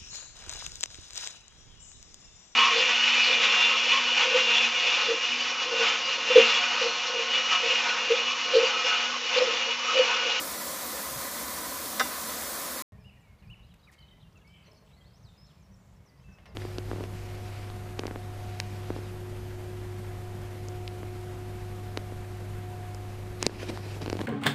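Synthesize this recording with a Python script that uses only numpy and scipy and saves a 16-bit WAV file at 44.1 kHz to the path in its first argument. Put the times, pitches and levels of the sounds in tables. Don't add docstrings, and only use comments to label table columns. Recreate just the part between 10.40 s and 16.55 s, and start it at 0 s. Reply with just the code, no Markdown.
import sys
import numpy as np
from scipy import signal
from scipy.fft import rfft, irfft
from scipy.io import wavfile
from scipy.ndimage import uniform_filter1d

SR = 44100
rng = np.random.default_rng(int(sys.argv[2]) if len(sys.argv) > 2 else 0)


def invert_db(level):
    return 10 ** (np.asarray(level, dtype=float) / 20)


def master_out(mix):
    frames = np.transpose(np.atleast_2d(mix))
    ceiling = np.clip(frames, -1, 1)
    pcm = np.round(ceiling * 32767).astype(np.int16)
    wavfile.write(sys.argv[1], SR, pcm)


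N = 271215

CUT_S, MEADOW_S = 2.4222, 2.5212

# time_s, level_db
JET_SWELL = [
    (0, -34.5),
    (1.2, -35.8),
    (2.1, -35),
    (2.4, -35.5),
]
# pitch_hz, level_db per Hz
JET_COLOUR = [(18, -67.5), (30, -41.5), (64, -8), (83, -13.5), (102, -24.5), (248, 2), (387, -7),
              (543, -8.5), (868, -4), (1040, -5), (2880, -12), (4490, -13.5), (15300, -13.5)]
# pitch_hz, width_hz, level_db (minus = a cancelled band)
JET_BANDS = [(270, 65, -4), (395, 35, -9), (546, 122, 8.5), (868, 51, -17), (1025, 140, 6), (1240, 68, 4),
             (1505, 32, 6), (1563, 72, -2.5), (1776, 44, 6), (1896, 73, -8.5), (1950, 120, 7),
             (2825, 820, -6), (4300, 320, 1)]
ROAR_DB, ROAR_FOLLOWS = -39.5, 0.45
# time_s, level_db
DRAUGHT = [
    (0, -79),
    (.3, -60.5),
    (.7, -64.5),
    (1.2, -60.5),
    (2.4, -69),
]
# time_s, rise_db, spread_s
GULPS = [
    (.76, 20.5, 0.059),
    (1.5, 8, 0.13),
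]
UPPER_DB, LOW_FOLLOWS = -4, 0.37
# pitch_hz, level_db, t60_s
TOOL_MODES = [(242, -15, .4), (2013, -8, .2), (2805, -18, .3), (2450, -19, .08), (4400, -19, .08),
              (6250, -19, .08), (3015, -21, .2), (3300, -13, .05), (3542, -14, .2), (3736, -12, .15),
              (3994, -20, .15), (4775, -17, .2), (5044, -15, .09), (5330, -12, .05), (5626, -15, .18),
              (5911, -18, .12), (6800, -16, .05), (7370, -20, .12)]
# pitch_hz, level_db, t60_s
PLATE_MODES = [(460, -17, .08), (625, -8, .1), (780, -9, .1), (1050, -5, .08), (1205, -4, .07),
               (1270, -3, .07), (1540, -2, .05), (1707, -4, .045)]
# time_s, level_db
CONTACTS = [
    (1.5963, -30),
    (1.6015, -27),
    (1.6068, -23),
    (1.6112, -28),
]

# start_s, length_s, pitch_hz, level_db
HELD = [(2.52, 0.042, 1850, -71.5), (2.644, 0.058, 4980, -80), (3.52, 0.14, 2140, -72),
        (3.58, 0.019, 3080, -63), (3.6, .018, 3080, -62), (3.621, 0.034, 3010, -62.5),
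        (3.075, 0.028, 2470, -68), (2.603, .032, 2400, -72), (3.679, .015, 3710, -68),
        (3.683, 0.014, 3210, -66), (3.701, .02, 3700, -70), (3.708, 0.032, 3080, -63.5),
        (3.717, .05, 2006, -73), (3.839, .045, 2790, -73), (5.04, 0.19, 7350, -85), (4.09, .1, 3050, -69),
        (4.05, .03, 4500, -78), (3.41, .012, 4900, -77), (5.58, .08, 2200, -81), (5.97, .08, 2620, -79),
        (4.315, .01, 5150, -64.5), (4.506, .025, 2250, -77), (4.561, 0.1, 2020, -75),
        (4.607, 0.022, 3220, -65), (4.847, .08, 7680, -84), (4.87, .11, 7200, -86),
        (5.163, 0.063, 2410, -80), (5.241, .03, 5500, -76), (5.31, .07, 1870, -79.5),
        (5.36, .015, 5800, -83), (5.67, 0.14, 2000, -79), (5.775, .008, 4700, -72),
        (5.788, .008, 4900, -72), (5.795, .02, 5250, -77), (5.838, 0.15, 2625, -69.5),
        (5.886, .022, 1520, -74), (5.92, .025, 1520, -71), (5.95, .03, 1500, -77), (5.882, .015, 2000, -73),
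        (5.78, .015, 1950, -73)]
SAG = .012
# start_s, length_s, first_hz, last_hz, level_db
SLIDES = [(3.798, .015, 3200, 4200, -69.5), (3.812, .028, 4300, 2850, -67), (4.249, .008, 3600, 5500, -67),
          (4.257, .033, 4600, 3900, -68.5), (3.604, 0.034, 4850, 3730, -68), (4.313, .006, 5800, 5100, -70),
          (3.225, .035, 3640, 4300, -71), (3.31, .02, 4150, 3600, -69), (3.505, 0.0296, 1650, 1200, -74),
          (3.536, .014, 3300, 2300, -69), (3.14, 0.011, 2600, 1950, -68), (3.47, 0.035, 2610, 1660, -60),
          (3.586, .01, 3600, 5330, -65.5), (3.923, 0.014, 3400, 7900, -74), (3.94, .045, 1200, 1400, -74),
          (3.955, .026, 2780, 2550, -62.5), (3.981, .02, 2550, 2100, -73), (3.972, .013, 8000, 4600, -70),
          (4.007, .025, 1740, 1610, -72), (4.01, 0.03, 2930, 2600, -73), (4.138, 0.034, 3000, 3360, -66.5),
          (5.06, .015, 5400, 7200, -72), (5.043, .018, 3200, 4300, -75), (5.205, .013, 5800, 7000, -79),
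          (5.218, .024, 7000, 5200, -74), (5.4, 0.11, 2200, 2150, -82), (5.8, .04, 2950, 3300, -79),
          (5.656, 0.049, 6250, 4400, -70.5)]
# start_s, length_s, foot_hz, top_hz, level_db
ARCHES = [
    (2.642, 0.061, 2580, 2934, -61),
    (2.83, .03, 3600, 3770, -84),
    (3.097, 0.049, 2500, 2980, -54.5),
    (3.285, .035, 3050, 3390, -72),
    (3.428, .03, 3600, 3950, -67),
    (3.262, .025, 4700, 5000, -78),
    (4.562, .035, 3930, 4450, -72),
    (5.31, .04, 5300, 6000, -75.5),
]
# start_s, length_s, first_hz, last_hz, level_db
HOOKS = [(2.57, 0.036, 2050, 2460, -71), (2.714, .068, 2200, 2450, -75), (2.6, 0.047, 5600, 5020, -77),
         (2.765, 0.022, 2090, 1880, -70), (2.785, .02, 4700, 5500, -82), (2.822, .135, 2410, 2150, -72),
         (3.068, .024, 5900, 4600, -74), (3.465, 0.024, 1600, 1210, -69.5), (2.803, .03, 8820, 6900, -80),
         (3.97, .06, 4100, 3350, -79), (4.074, .008, 5400, 5050, -64), (4.045, .13, 2180, 2330, -67),
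         (4.235, .014, 4850, 4600, -72), (4.255, 0.032, 5450, 6120, -72), (4.355, 0.039, 3500, 6200, -74),
         (4.366, 0.032, 4700, 4250, -69.5), (4.53, 0.022, 3760, 4000, -67), (4.641, .045, 3250, 4500, -68),
         (4.825, 0.083, 6640, 3600, -68), (5.338, 0.015, 5470, 5420, -70), (5.385, .035, 7200, 6800, -79),
         (5.472, .015, 7000, 5000, -81), (5.56, .02, 5930, 5370, -75), (5.81, .03, 6900, 6070, -81),
         (5.92, 0.034, 6300, 5200, -70.5)]
HOOK_POWER = 2.6
# start_s, length_s, first_hz, last_hz, level_db
SCOOPS = [(2.985, .03, 4550, 3700, -75), (2.96, .06, 2150, 2350, -80), (5.945, .008, 5250, 4800, -76),
          (3.389, .025, 4600, 3650, -74), (3.437, .03, 5100, 4350, -73), (6.068, .045, 5500, 4500, -71.5),
          (4.17, .1, 2330, 1980, -74), (4.17, .12, 3100, 2600, -75), (4.2, .11, 2600, 2250, -75),
          (2.595, .03, 1780, 1600, -74), (3.03, .045, 2520, 2150, -70), (4.73, .06, 5000, 6800, -72),
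          (4.975, .088, 5050, 5450, -66), (5.06, .062, 4400, 2700, -71.5), (4.7, .027, 5100, 3700, -78),
          (3.3, .03, 3150, 2600, -74), (3.655, .012, 2500, 2650, -72)]
SCOOP_POWER = 1.8
RAMP_S, THIN_DB = .005, 5
# start_s, length_s, middle_hz, width_hz, level_db
CHURRS = [(4.13, .18, 2250, 350, -70), (4.1, .22, 3050, 350, -70), (4.12, .18, 2650, 300, -72),
          (4.455, .085, 3000, 1400, -70), (4.345, .018, 5000, 1600, -71), (3.028, .04, 1740, 300, -72),
          (2.68, .12, 2000, 500, -76), (3.79, .05, 3500, 900, -74), (4.075, .035, 4700, 1200, -77),
          (4.33, .07, 5200, 1800, -76), (5.3, .3, 7200, 1600, -79), (5.79, .2, 6400, 2000, -80),
          (4.76, .07, 5250, 2000, -79), (4.85, .35, 3100, 1800, -77), (4.6, .2, 4300, 1500, -79),
          (5.05, .15, 4500, 2500, -79), (3.52, .04, 2100, 700, -69), (3.52, .06, 4400, 700, -75),
          (2.66, .13, 2650, 500, -73), (3.13, .1, 2500, 700, -71), (4.08, .18, 7720, 400, -84),
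          (4.42, .26, 7680, 300, -83), (4.89, .09, 3680, 400, -77)]
CHURR_SAG_HZ = 91

# start_s, level_db, centre_hz, width_hz, length_s
TICKS = [(2.64, -75, 7930, 8900, .006), (3.099, -72, 7000, 9000, .008), (3.339, -62, 2500, 1600, .008),
         (3.341, -65, 8000, 9000, .0043), (3.516, -64, 11000, 6000, .004), (3.522, -67, 6000, 9000, .007),
         (3.528, -64, 5500, 9000, .02), (3.59, -76, 11000, 8000, .008), (4.076, -72, 7000, 9000, .008),
         (4.331, -72, 9000, 9000, .007), (4.885, -73, 3000, 2500, .012), (4.97, -72, 3300, 3500, .006),
         (5.178, -75, 4500, 2000, .006), (6.056, -60, 2400, 1500, .02), (6.057, -70, 9000, 9000, .008)]
# pitch_hz, level_db, t60_s
ROD_MODES = [(430, -5, .25), (595, 0, .16), (635, -5, .25), (740, -6, .1), (980, -1, .06), (1060, -3, .2),
             (1400, -12, .06), (1780, -13, .18), (1930, -8, .06), (2120, -3, .05), (2700, -7, .05),
             (2980, -8, .05)]
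# start_s, level_db, brightness_db per octave
CLANKS = [(2.525, -63, -4), (2.58, -67, -2), (3.025, -66.5, 2), (3.944, -78, -13.5), (4.268, -68, 4),
          (4.281, -61, -4), (4.33, -68, -8), (4.422, -70, -10), (5.314, -85, 0), (5.797, -72, 3),
          (5.886, -67, 1), (5.985, -62.5, 2.5), (5.92, -75, 0), (6.056, -58.5, 5.5), (6.064, -60, 0),
          (6.088, -67.5, -12), (6.103, -65, 0), (6.123, -68, 3)]
# time_s, level_db
BUFFETS = [(2.53, -52), (3.0, -58.5), (3.03, -50.5), (3.46, -58.5), (3.9, -53.5), (4.44, -58), (4.47, -55),
           (5.5, -53), (5.63, -56), (5.66, -60.5), (5.91, -47.5), (5.97, -52), (6.04, -55), (6.11, -55),
           (6.15, -46)]
# pitch_hz, level_db per Hz
WIND_COLOUR = [(12, -29), (20, -7), (33, 8), (48, -2.5), (134, -3.5), (193, -6), (255, -42), (344, -28),
               (400, -28), (520, -54), (880, -120)]
# time_s, level_db
RUSH_SWELL = [
    (2.53, -66),
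    (5.87, -66),
    (6.15, -60.5),
]
# pitch_hz, level_db per Hz
RUSH_COLOUR = [(120, -29), (200, -4), (272, -13.5), (470, -13.5), (617, -13.5), (856, -16), (1010, -15),
               (1420, -20), (3730, -22.5), (9090, -29.5), (14600, -31.5), (15400, -30.5)]
# time_s, low_hz, high_hz
SPLIT_BANDS = [(.15, 8300, 9650), (.15, 10350, 13800), (.195, 6200, 7600), (.195, 12400, 15300),
               (.29, 13100, 14500), (.45, 7600, 9000), (.45, 10350, 11700), (.545, 9000, 10350),
               (.71, 4150, 5200), (.755, 4150, 5700), (1.245, 4150, 5200), (1.245, 6200, 7600),
               (1.245, 11700, 13100), (1.385, 13100, 14500), (1.895, 4650, 7600), (2.08, 5200, 6200),
               (2.38, 5200, 6200), (5.4, 6200, 8300)]


def evened(x):
    return x / np.sqrt(np.mean(x ** 2) + 1e-20)


def read(points, hz):
    f, value = np.transpose(points)
    return np.interp(np.log(hz + 1), np.log(f + 1), value)


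def curve(rows):
    rows = np.array(rows)
    return np.interp(np.arange(N) / SR, rows[:, 0], rows[:, 1])


def add(mix, start_s, sound):
    part = mix[round(start_s * SR):][:len(sound)]
    part += sound[:len(part)]


def hiss(colour_db, patchy_db, flicker_db, size):
    hz = np.fft.rfftfreq(size, 1 / SR)
    a, b, patches = rng.standard_normal((4 * N // size + 5, len(hz), 3)).T
    flicker = evened(uniform_filter1d(patches[0], size=3))
    patches = uniform_filter1d(patches, size=size // 80, axis=0)
    patches = evened(uniform_filter1d(patches, size=8000 // size + 4, axis=1))
    level_db = colour_db(hz)[:, None] + patchy_db * patches + flicker_db * flicker
    z = (a + 1j * b) * invert_db(level_db)
    return evened(signal.istft(z, nperseg=size, noverlap=3 * size // 4)[1][:N])


def hum(hz, width_hz):
    r = np.exp(-np.pi * width_hz / SR)
    slow = signal.lfilter([1], [1, -r], rng.standard_normal((N, 2)) @ [1, 1j])
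    return evened((slow * np.exp(2j * np.pi * hz * np.arange(N) / SR)).real)


def ring(modes, tilt_db, crack_db, crack_s, crack_hz):
    t = np.arange(SR // 2) / SR
    tones = np.zeros(len(t))
    for hz, db, t60 in modes:
        level = invert_db(db + tilt_db * np.log2(hz / 1000) - 60 * t / t60)
        tones += level * np.sin(2 * np.pi * (hz * t + rng.random()))
    band = signal.butter(3, [400, crack_hz], "band", fs=SR, output="sos")
    grit = signal.sosfilt(band, rng.standard_normal(len(t)))
    return tones * np.minimum(t / 0.00074, 1) + invert_db(crack_db) * grit * np.exp(-t / crack_s)


def echoes(x, t60, first_s):
    t = np.arange(SR // 2) / SR
    signs = rng.choice([-1., 1.], len(t))
    sparse = rng.random(len(t)) < .06
    taps = signs * sparse * invert_db(-60 * t / t60) * (t > first_s)
    return signal.fftconvolve(x, taps / np.linalg.norm(taps))[:N]


def jet():
    def colour(hz):
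        bands_db = sum(db / (1 + (2 * (hz - f) / width) ** 2) for f, width, db in JET_BANDS)
        return read(JET_COLOUR, hz) + bands_db
    whole = hiss(colour, patchy_db=0.66, flicker_db=0.24, size=2048)
    roar = signal.sosfiltfilt(signal.butter(3, 2600, fs=SR, output="sos"), whole)
    jet_db = curve(JET_SWELL)
    roar_db = ROAR_DB + ROAR_FOLLOWS * (jet_db - JET_SWELL[0][1])
    return invert_db(jet_db) * evened(whole - roar) + invert_db(roar_db) * evened(roar)


def firebox():
    t, draught_db = np.arange(N) / SR, curve(DRAUGHT)
    gulp_db = sum(rise_db * np.exp(-((t - s) / spread_s) ** 2) for s, rise_db, spread_s in GULPS)
    low = invert_db(draught_db + LOW_FOLLOWS * gulp_db) * hum(75, width_hz=5.2)
    upper = invert_db(draught_db + UPPER_DB + gulp_db) * hum(133, width_hz=25)
    return low + upper


def clank():
    out = np.zeros(N)
    tool = ring(TOOL_MODES, tilt_db=1.0, crack_db=0.5, crack_s=0.0066, crack_hz=7000)
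    add(out, CONTACTS[0][0], invert_db(-21.0) * tool)
    for s, db in CONTACTS:
        plate = ring(PLATE_MODES, tilt_db=7.5, crack_db=10, crack_s=0.0062, crack_hz=2200)
        add(out, s, invert_db(db) * plate)
    return out + invert_db(-17) * echoes(out, t60=0.37, first_s=.004)


def whistles():
    out = np.zeros(N)
    shake = evened(uniform_filter1d(rng.standard_normal(N), size=150))
    held = [(s, length, hz * (1 + SAG), hz * (1 - SAG), db) for s, length, hz, db in HELD]
    kinds = [(held + list(SLIDES), lambda u: u),
             (ARCHES, lambda u: 4 * u * (1 - u)),
             (HOOKS, lambda u: 1 - (1 - u) ** HOOK_POWER),
             (SCOOPS, lambda u: u ** SCOOP_POWER)]
    for notes, bend in kinds:
        for start, length, from_hz, to_hz, db in notes:
            u = np.linspace(0, 1, round(length * SR))
            wobble = shake[round(start * SR):][:len(u)]
            pitch = (from_hz + (to_hz - from_hz) * bend(u)) * (1 + .006 * wobble)
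            thinning_db = THIN_DB * np.log2(pitch / pitch.mean())
            level = invert_db(db + 3 + 1.7 * wobble[::-1] - thinning_db)
            shape = signal.windows.tukey(len(u), min(2 * RAMP_S / length, .6))
            add(out, start, shape * level * np.sin(2 * np.pi * np.cumsum(pitch) / SR))
    return out


def churrs():
    out = np.zeros(N)
    for start, length, hz, width, db in CHURRS:
        count = round(length * SR)
        rasp = evened(uniform_filter1d(rng.standard_normal(SR // 2), size=int(SR / width)))[:count]
        turns = np.cumsum(np.linspace(hz + CHURR_SAG_HZ, hz - CHURR_SAG_HZ, count)) / SR
        call = rasp * np.sin(2 * np.pi * turns) * signal.windows.tukey(count, .4)
        add(out, start, invert_db(db + 2.0) * call)
    return out


def birds():
    calls = whistles() + churrs()
    far_echo = invert_db(-7.5) * echoes(calls, t60=.85, first_s=.025)
    near_echo = invert_db(-10) * echoes(calls, t60=.2, first_s=.005)
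    return calls + far_echo + near_echo


def grass():
    out = np.zeros(N)
    t, bins_hz = np.arange(2048) / SR, np.fft.rfftfreq(2048, 1 / SR)
    for s, db, hz, width, length in TICKS:
        band = np.exp(-.5 * ((bins_hz - hz) / (width / 2)) ** 2)
        grit = evened(irfft(rfft(rng.standard_normal(2048)) * band))
        add(out, s, invert_db(db) * grit * np.exp(-(t / length) ** 3))
    return out


def far_engine():
    out = np.zeros(N)
    for s, db, tilt_db in CLANKS:
        crack_hz = np.clip(1902 + 500 * tilt_db, 900, 5000)
        add(out, s, invert_db(db) * ring(ROD_MODES, tilt_db, crack_db=12, crack_s=0.01, crack_hz=crack_hz))
    return out + invert_db(-4) * echoes(out, t60=.28, first_s=.008)


def air():
    wind = hiss(lambda hz: read(WIND_COLOUR, hz), patchy_db=1.5, flicker_db=2.2, size=2048)
    rush = hiss(lambda hz: read(RUSH_COLOUR, hz), patchy_db=.7, flicker_db=.3, size=1024)
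    bright = signal.sosfiltfilt(signal.butter(2, 2200, "high", fs=SR, output="sos"), rush)
    dull = invert_db(curve(RUSH_SWELL) + 2.0) * (rush - bright)
    return invert_db(curve(BUFFETS)) * wind + dull + invert_db(-70.5) * bright


def split_bands(x):
    out, window = x.copy(), np.sin(np.pi * np.arange(2048) / 2048)
    hz = np.fft.rfftfreq(2048, 1 / SR)
    for s, low_hz, high_hz in SPLIT_BANDS:
        at = 314 + 1024 * (round((s * SR - 314) / 1024) - 1)
        band = rfft(window * x[:, at:at + 2048]) * ((hz > low_hz) & (hz < high_hz))
        scrambled = band * np.exp(2j * np.pi * rng.random(band.shape))
        out[:, at:at + 2048] += window * irfft(np.sqrt(2) * scrambled - band)
    return out


def scene():
    t = np.arange(N) / SR
    engine = jet() + firebox() + clank()
    meadow = birds() + grass() + far_engine() + air()
    mono = (t < CUT_S) * engine + (t > MEADOW_S) * meadow
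    return np.array([mono, mono])


def top_cut(x):
    return signal.sosfilt(signal.butter(12, 16520, fs=SR, output="sos"), x)


def record(dry):
    t = np.arange(N) / SR
    bass_cut = signal.sosfilt(signal.butter(4, 46, "high", fs=SR, output="sos"), dry)
    band_limit = signal.firwin(511, 15350, window=("kaiser", 9), fs=SR)
    limited = signal.oaconvolve(bass_cut, band_limit[None], "same")
    gapped = limited * ((t < CUT_S) | (t > MEADOW_S))
    return top_cut(split_bands(gapped))


dry = scene()
out = record(dry)
master_out(out)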